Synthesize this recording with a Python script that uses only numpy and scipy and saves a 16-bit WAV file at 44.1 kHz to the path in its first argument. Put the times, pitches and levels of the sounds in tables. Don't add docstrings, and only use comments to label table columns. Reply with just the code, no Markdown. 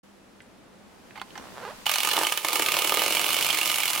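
import sys
import numpy as np
from scipy import signal
from scipy.fft import rfft, irfft
from scipy.io import wavfile
from scipy.ndimage import uniform_filter1d

SR = 44100
rng = np.random.default_rng(int(sys.argv[2]) if len(sys.argv) > 2 else 0)


def persist_wave(psi):
    counts = np.round(np.clip(psi, -1, 1) * 32767).astype(np.int16)
    wavfile.write(sys.argv[1], SR, np.atleast_2d(counts).T)


N = 176400
T = np.arange(N) / SR
FREQ = np.maximum(np.arange(N + 1) * SR / (2 * N), 1)
BLOW_GRAIN, GEAR_GRAIN = 0.14, 0.27


def undb(db):
    return 10 ** (np.asarray(db) / 20)


def curve(table, axis=1):
    rows = np.array(table)
    return np.interp(T, rows[:, 0], rows[:, axis])


def across(table):
    rows = np.array(table)
    return np.interp(np.log(FREQ), np.log(rows[:, 0]), rows[:, 1])


def apply(x, response):
    return irfft(rfft(x, 2 * N) * response)[..., :N]


def colour(table):
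    gain = undb(across(table))
    cepstrum = irfft(np.log(gain / np.sqrt(np.mean(gain ** 2))))
    cepstrum[1:N] *= 2
    cepstrum[N + 1:] = 0
    return np.exp(rfft(cepstrum))


def modes(table):
    return sum(undb(db) / (1 + 1j * (FREQ ** 2 - hz ** 2) / (FREQ * width)) for hz, width, db in table)


def walk(rate_hz):
    k = max(int(SR / rate_hz), 2)
    steps = np.repeat(rng.standard_normal(N // k + 1), k)
    return uniform_filter1d(steps, k)[:N] * np.sqrt(3 / 2)


def grains(uneven):
    # f/Hz, share [0..1]
    unlike = [(300, 0.0054), (2500, 0.17), (5000, 0.45), (10000, 0.97)]
    size = np.exp(uneven * np.repeat(rng.standard_normal(N // 12 + 1), 12)[:N])
    noise = rng.standard_normal((3, N)) * size / np.sqrt(np.mean(size ** 2))
    share = np.clip(across(unlike), 0, 1)
    return apply(noise[0], np.sqrt(1 - share)) + apply(noise[1:], np.sqrt(share))


def fall(age, decay_s):
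    return (age >= 0) * np.exp(-np.abs(age) / decay_s)


def blows(times, dbs, shape):
    power = np.zeros(N)
    for at, db in zip(times, dbs):
        near = slice(max(int((at - .02) * SR), 0), int((at + .08) * SR))
        power[near] += (undb(db) * shape(T[near] - at)) ** 2
    return np.sqrt(power)


def taps(times, dbs):
    force = np.zeros(N)
    force[(np.array(times) * SR).astype(int)] = undb(dbs) * np.sqrt(.005 * SR)
    return force


def clack(age):
    lead_s, lead_db = .002, -7
    crack_s = 0.0007
    bounce_s, bounce_db = 0.0048, -2.5
    lead = undb(lead_db) * fall(-age, lead_s)
    return fall(age, crack_s) + undb(bounce_db) * fall(age, bounce_s) + lead


def clockwork():
    ticks = [1.866, 1.895, 1.915, 1.939, 1.958, 1.984, 2.004, 2.033, 2.049, 2.073, 2.089, 2.114, 2.135,
             2.167, 2.189, 2.234, 2.269, 2.323, 2.375, 2.448, 2.485, 2.531, 2.557, 2.596, 2.622, 2.662,
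             2.686, 2.72, 2.741, 2.768, 2.789, 2.821, 2.845, 2.874, 2.895, 2.922, 2.941, 2.972, 2.993, 3.02,
             3.037, 3.062, 3.08, 3.106, 3.124, 3.15, 3.17, 3.195, 3.214, 3.243, 3.264, 3.29, 3.305, 3.331,
             3.344, 3.366, 3.388, 3.41, 3.426, 3.447, 3.465, 3.489, 3.504, 3.529, 3.548, 3.573, 3.587,
             3.613, 3.631, 3.658, 3.675, 3.699, 3.716, 3.743, 3.759, 3.784, 3.803, 3.834, 3.856, 3.88,
             3.902, 3.933, 3.951, 3.977]
    # t/s, level/dB
    drive = [(1.86, -18), (2.3, -17.5), (2.65, -16.5), (3.0, -18.5), (4.0, -20)]
    # t/s, bright level/dB, low level/dB
    gears = [(1.857, -32.5, -43.5), (1.95, -32, -41.5), (2.255, -30, -42), (2.29, -32.5, -45.5),
             (2.41, -38, -48.5), (2.525, -31, -41), (2.535, -26.5, -37.5), (2.58, -32, -38),
             (3.05, -29, -42.5), (3.35, -29, -39), (4.0, -30.5, -38)]
    # f/Hz, gain/dB
    clatter = [(300, -58.5), (1200, -8.5), (1500, 0.5), (1900, -6), (2150, 5.5), (3000, 5), (3800, 1),
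               (7000, -2.5), (10500, -0.5), (15500, -3)]
    # f/Hz, gain/dB
    shell_thud = [(60, -44.5), (280, -25.5), (360, -15.5), (540, -2.5), (850, 3.5), (1240, 2), (1340, -8),
                  (1800, -3), (3000, -31.5)]
    # f/Hz, width/Hz, gain/dB
    shell = [(837, 55, -8.5), (1227, 50, 3), (1740, 40, -3), (2240, 46, -8), (2893, 62, -2.5),
             (2960, 49, -4), (3400, 62, -6), (4230, 120, -7.5)]
    # t/s, gain/dB
    ring_fade = [(2.95, 1), (3.3, -4.5)]
    # f/Hz, gain/dB
    boards = [(60, -31.5), (250, -21), (315, -0.5), (440, 0.5), (560, 3), (1100, -4), (2000, -32.5)]
    # t/s, gain/dB
    contact = [(1.86, -19), (2.15, -2.5), (2.3, 1), (2.39, -6.5), (2.46, 4), (2.62, -3), (2.95, 3),
               (3.3, -1), (4.0, -11.5)]
    # f/Hz, width/Hz, gain/dB
    floor_modes = [(148, 21, 4.5), (220, 26, 9.5)]
    # t/s, gain/dB
    boom = [(2.2, -7), (2.6, -2), (3.1, 3.5), (4.0, -4)]
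    thud_db, thud_s = -10, 0.003
    ring_vary_db = 2.5

    blow_db = np.interp(ticks, *np.array(drive).T)
    clicks = blows(ticks, blow_db, clack) * grains(BLOW_GRAIN)
    thuds = blows(ticks, blow_db + thud_db, lambda age: fall(age, thud_s)) * grains(BLOW_GRAIN)
    chatter = teeth() * (T > gears[0][0])
    bright = clicks + chatter * undb(curve(gears))
    low = thuds + bumps() + chatter * undb(curve(gears, axis=2))

    fade = undb(curve(ring_fade))
    tin = apply(shifting(bright), colour(clatter)) + apply(low * np.sqrt(fade), colour(shell_thud))
    low_ring = apply(tin * fade * undb(ring_vary_db * walk(40)), modes(shell[:2]))
    high_ring = apply(tin * undb(ring_vary_db * walk(40)), modes(shell[2:]))
    knocked_boards = apply(low * undb(curve(contact)), colour(boards))
    booming_floor = apply(low * undb(curve(boom)), modes(floor_modes))
    return tin + low_ring + high_ring + clinks() + knocked_boards + booming_floor


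def teeth():
    mesh_hz, mesh_jitter = 338.1, .3
    decay_cycles = 0.26
    scatter_db, rub_db = 3.5, -10.5
    turns = np.cumsum(mesh_hz * np.exp(mesh_jitter * walk(200))) / SR
    size = undb(scatter_db * rng.standard_normal(N))[turns.astype(int)]
    bite = undb(rub_db) + size * np.exp(-(turns % 1) / decay_cycles)
    return bite / np.sqrt(np.mean(bite ** 2)) * grains(GEAR_GRAIN)


def shifting(x):
    zone_db = 2
    octave = np.log2(np.clip(FREQ, 1000, 16000) / 1000)
    spectrum = rfft(x, 2 * N)
    total = 0
    for k in range(5):
        band = irfft(spectrum * np.maximum(1 - np.abs(octave - k), 0))[:, :N]
        total = total + band * undb(zone_db * np.tanh(walk(45)))
    return total


def bumps():
    # t/s, level/dB
    bump_rows = [(1.865, -32), (2.048, -32.5), (2.074, -27.5), (2.165, -32), (2.178, -27.5), (2.189, -30.5),
                 (2.213, -28), (2.233, -27), (2.322, -34), (2.448, -34), (2.531, -37), (2.597, -25),
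                 (2.768, -37), (2.922, -27.5), (2.972, -28), (3.019, -29.5), (3.061, -35.5), (3.107, -37),
                 (3.15, -34.5)]
    rattle_db, rattle_s = -0.5, 0.0064
    times, dbs = np.array(bump_rows).T
    rattle = blows(times, dbs + rattle_db, lambda age: fall(age, rattle_s))
    return taps(times, dbs) + rattle * grains(BLOW_GRAIN)


def clinks():
    # t/s, level/dB
    hits = [(1.866, -14), (2.25, -15), (2.268, -18), (2.322, -17), (2.994, -15), (3.125, -18.5),
            (3.169, -17), (3.213, -19), (3.307, -18), (3.345, -14.5), (3.504, -12.5), (3.614, -12.5),
            (3.742, -19.5)]
    mean_hz, spread, decay_s = 2994, 0.032, 0.0028
    pitches = mean_hz * (1 + spread * rng.standard_normal(len(hits)))
    total = np.zeros(N)
    for (at, db), hz in zip(hits, pitches):
        age = T - at
        total += undb(db) * fall(age, decay_s) * np.sin(2 * np.pi * hz * age)
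    return total


def sliding():
    # t/s, slip rate/Hz, level/dB
    slide = [(1.37, 101, -52), (1.39, 78, -47.5), (1.54, 48, -53), (1.575, 135, -43.5), (1.605, 163, -46),
             (1.635, 526, -40.5), (1.657, 360, -39.5), (1.71, 630, -42.5), (1.728, 940, -51),
             (1.745, 550, -72)]
    # t/s, level/dB
    scrape_level = [(2.13, -46), (2.168, -30), (2.232, -42), (2.26, -64)]
    # f/Hz, gain/dB
    slip_colour = [(80, -39), (250, -11), (500, 1.5), (950, 2), (1700, -4.5), (2100, -11), (4500, -18.5),
                   (6000, -27), (15000, -39)]
    jitter, scatter_db, hiss_db = .035, 3, -10
    rate_hz = curve(slide)
    turns = np.cumsum(rate_hz * np.exp(jitter * walk(250))) / SR
    slips = np.diff(np.floor(turns), prepend=0) * np.sqrt(SR / rate_hz) * undb(scatter_db * walk(500))
    rub = grains(GEAR_GRAIN)
    slide_on = (T > slide[0][0]) * (T < slide[-1][0])
    force = (slips + undb(hiss_db) * rub) * undb(curve(slide, axis=2)) * slide_on
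    scrape_on = (T > scrape_level[0][0]) * (T < scrape_level[-1][0])
    scrape = rub * undb(curve(scrape_level) + 2 * walk(300)) * scrape_on
    return apply(force + scrape, colour(slip_colour))


def handling():
    # t/s, level/dB, decay/s
    knocks = [(1.156, -42.5, 0.03), (1.175, -43, .008), (1.2155, -26.5, 0.004), (1.355, -37, 0.0074),
              (1.377, -31.5, 0.0052)]
    # f/Hz, width/Hz, gain/dB
    held = [(835, 60, 1.5), (1038, 13, 6.5), (2096, 35, 6), (2930, 15, 3), (4500, 33, 9)]
    # f/Hz, gain/dB
    knock_colour = [(150, -21), (600, -14), (800, -2.5), (1500, -7), (4500, -17.5), (5500, -26),
                    (16000, -35)]
    force = sum(undb(db) * fall(T - at, decay_s) for at, db, decay_s in knocks)
    return apply(force * grains(BLOW_GRAIN), colour(knock_colour) * (1 + modes(held)))


def joints():
    # t/s, level/dB, f/Hz
    joint_ticks = [(0.404, -26.5, 1830), (0.419, -38, 8300), (1.107, -27.5, 2020), (1.174, -44, 9000),
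                   (1.197, -23.5, 2930), (1.2155, -41, 8900), (1.305, -30, 3280), (1.377, -25.5, 5900)]
    decay_s, width_hz = 0.0032, 1220
    rub = grains(BLOW_GRAIN)
    total = 0
    for at, db, hz in joint_ticks:
        total = total + undb(db) * apply(rub * fall(T - at, decay_s), modes([(hz, width_hz, 0)]) ** 2)
    return total


def room(x):
    t60_s, tail_db = 0.31, -9
    tail = grains(0) * undb(-60 * T / t60_s) * (T > .004)
    tail = tail / np.sqrt(np.sum(tail ** 2, axis=1, keepdims=True))
    return x + undb(tail_db) * apply(x, rfft(tail, 2 * N))


def background():
    # f/Hz, gain/dB
    tone_colour = [(15, -28), (25, -14.5), (167, -8.5), (202, -1.5), (301, -6), (850, -12), (11500, -36),
                   (15000, -61)]
    # f/Hz, gain/dB
    hiss_colour = [(300, -1), (1500, -2.5), (4000, -6.5), (8000, -11), (15500, -17.5)]
    # t/s, tone gain/dB, hiss level/dB
    gains = [(0, -53, -62.5), (.7, -50.5, -64.5), (1.27, -49, -54.5), (1.4, -44, -50.5), (1.84, -52.5, -47),
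             (1.9, -73, -67), (4.0, -57, -56.5)]
    hum_hz, hum_rms_db = 196.7, -66
    whine_hz, whine_peak_db = 11045, -81
    shared, separate = rng.standard_normal(N) * 0.45, rng.standard_normal((2, N)) * 0.64
    tone = apply(shared + separate, colour(tone_colour))
    hum_phase = 2 * np.pi * np.cumsum(hum_hz + 2 * walk(12)) / SR
    hum = undb(hum_rms_db + 2 * walk(6.3)) * np.sqrt(2) * np.sin(hum_phase)
    whine = undb(whine_peak_db) * np.sin(2 * np.pi * whine_hz * T)
    hiss = apply(rng.standard_normal((2, N)), colour(hiss_colour))
    return tone * undb(curve(gains)) + hum + whine + hiss * undb(curve(gains, axis=2))


def scene():
    # f/Hz, left minus right/dB
    balance = [(100, -1.5), (1200, -5), (2700, -7), (4500, -4), (11500, -1.7), (15000, -2.5)]
    toy = room(clockwork() + sliding() + joints()) + handling()
    lean_db = across(balance) / 2
    return apply(toy, undb(np.array([lean_db, -lean_db]))) + background()


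def record(dry):
    ceiling, top_hz = 0.3, 15850
    opened = np.clip((T - .03) / .006, 0, 1)
    rounded = dry / np.sqrt(np.sqrt(1 + np.square(np.square(dry / ceiling))))
    lowpass = signal.ellip(10, .2, 80, top_hz, fs=SR, output="sos")
    return signal.sosfilt(lowpass, rounded * opened)


dry = scene()
out = record(dry)
persist_wave(out)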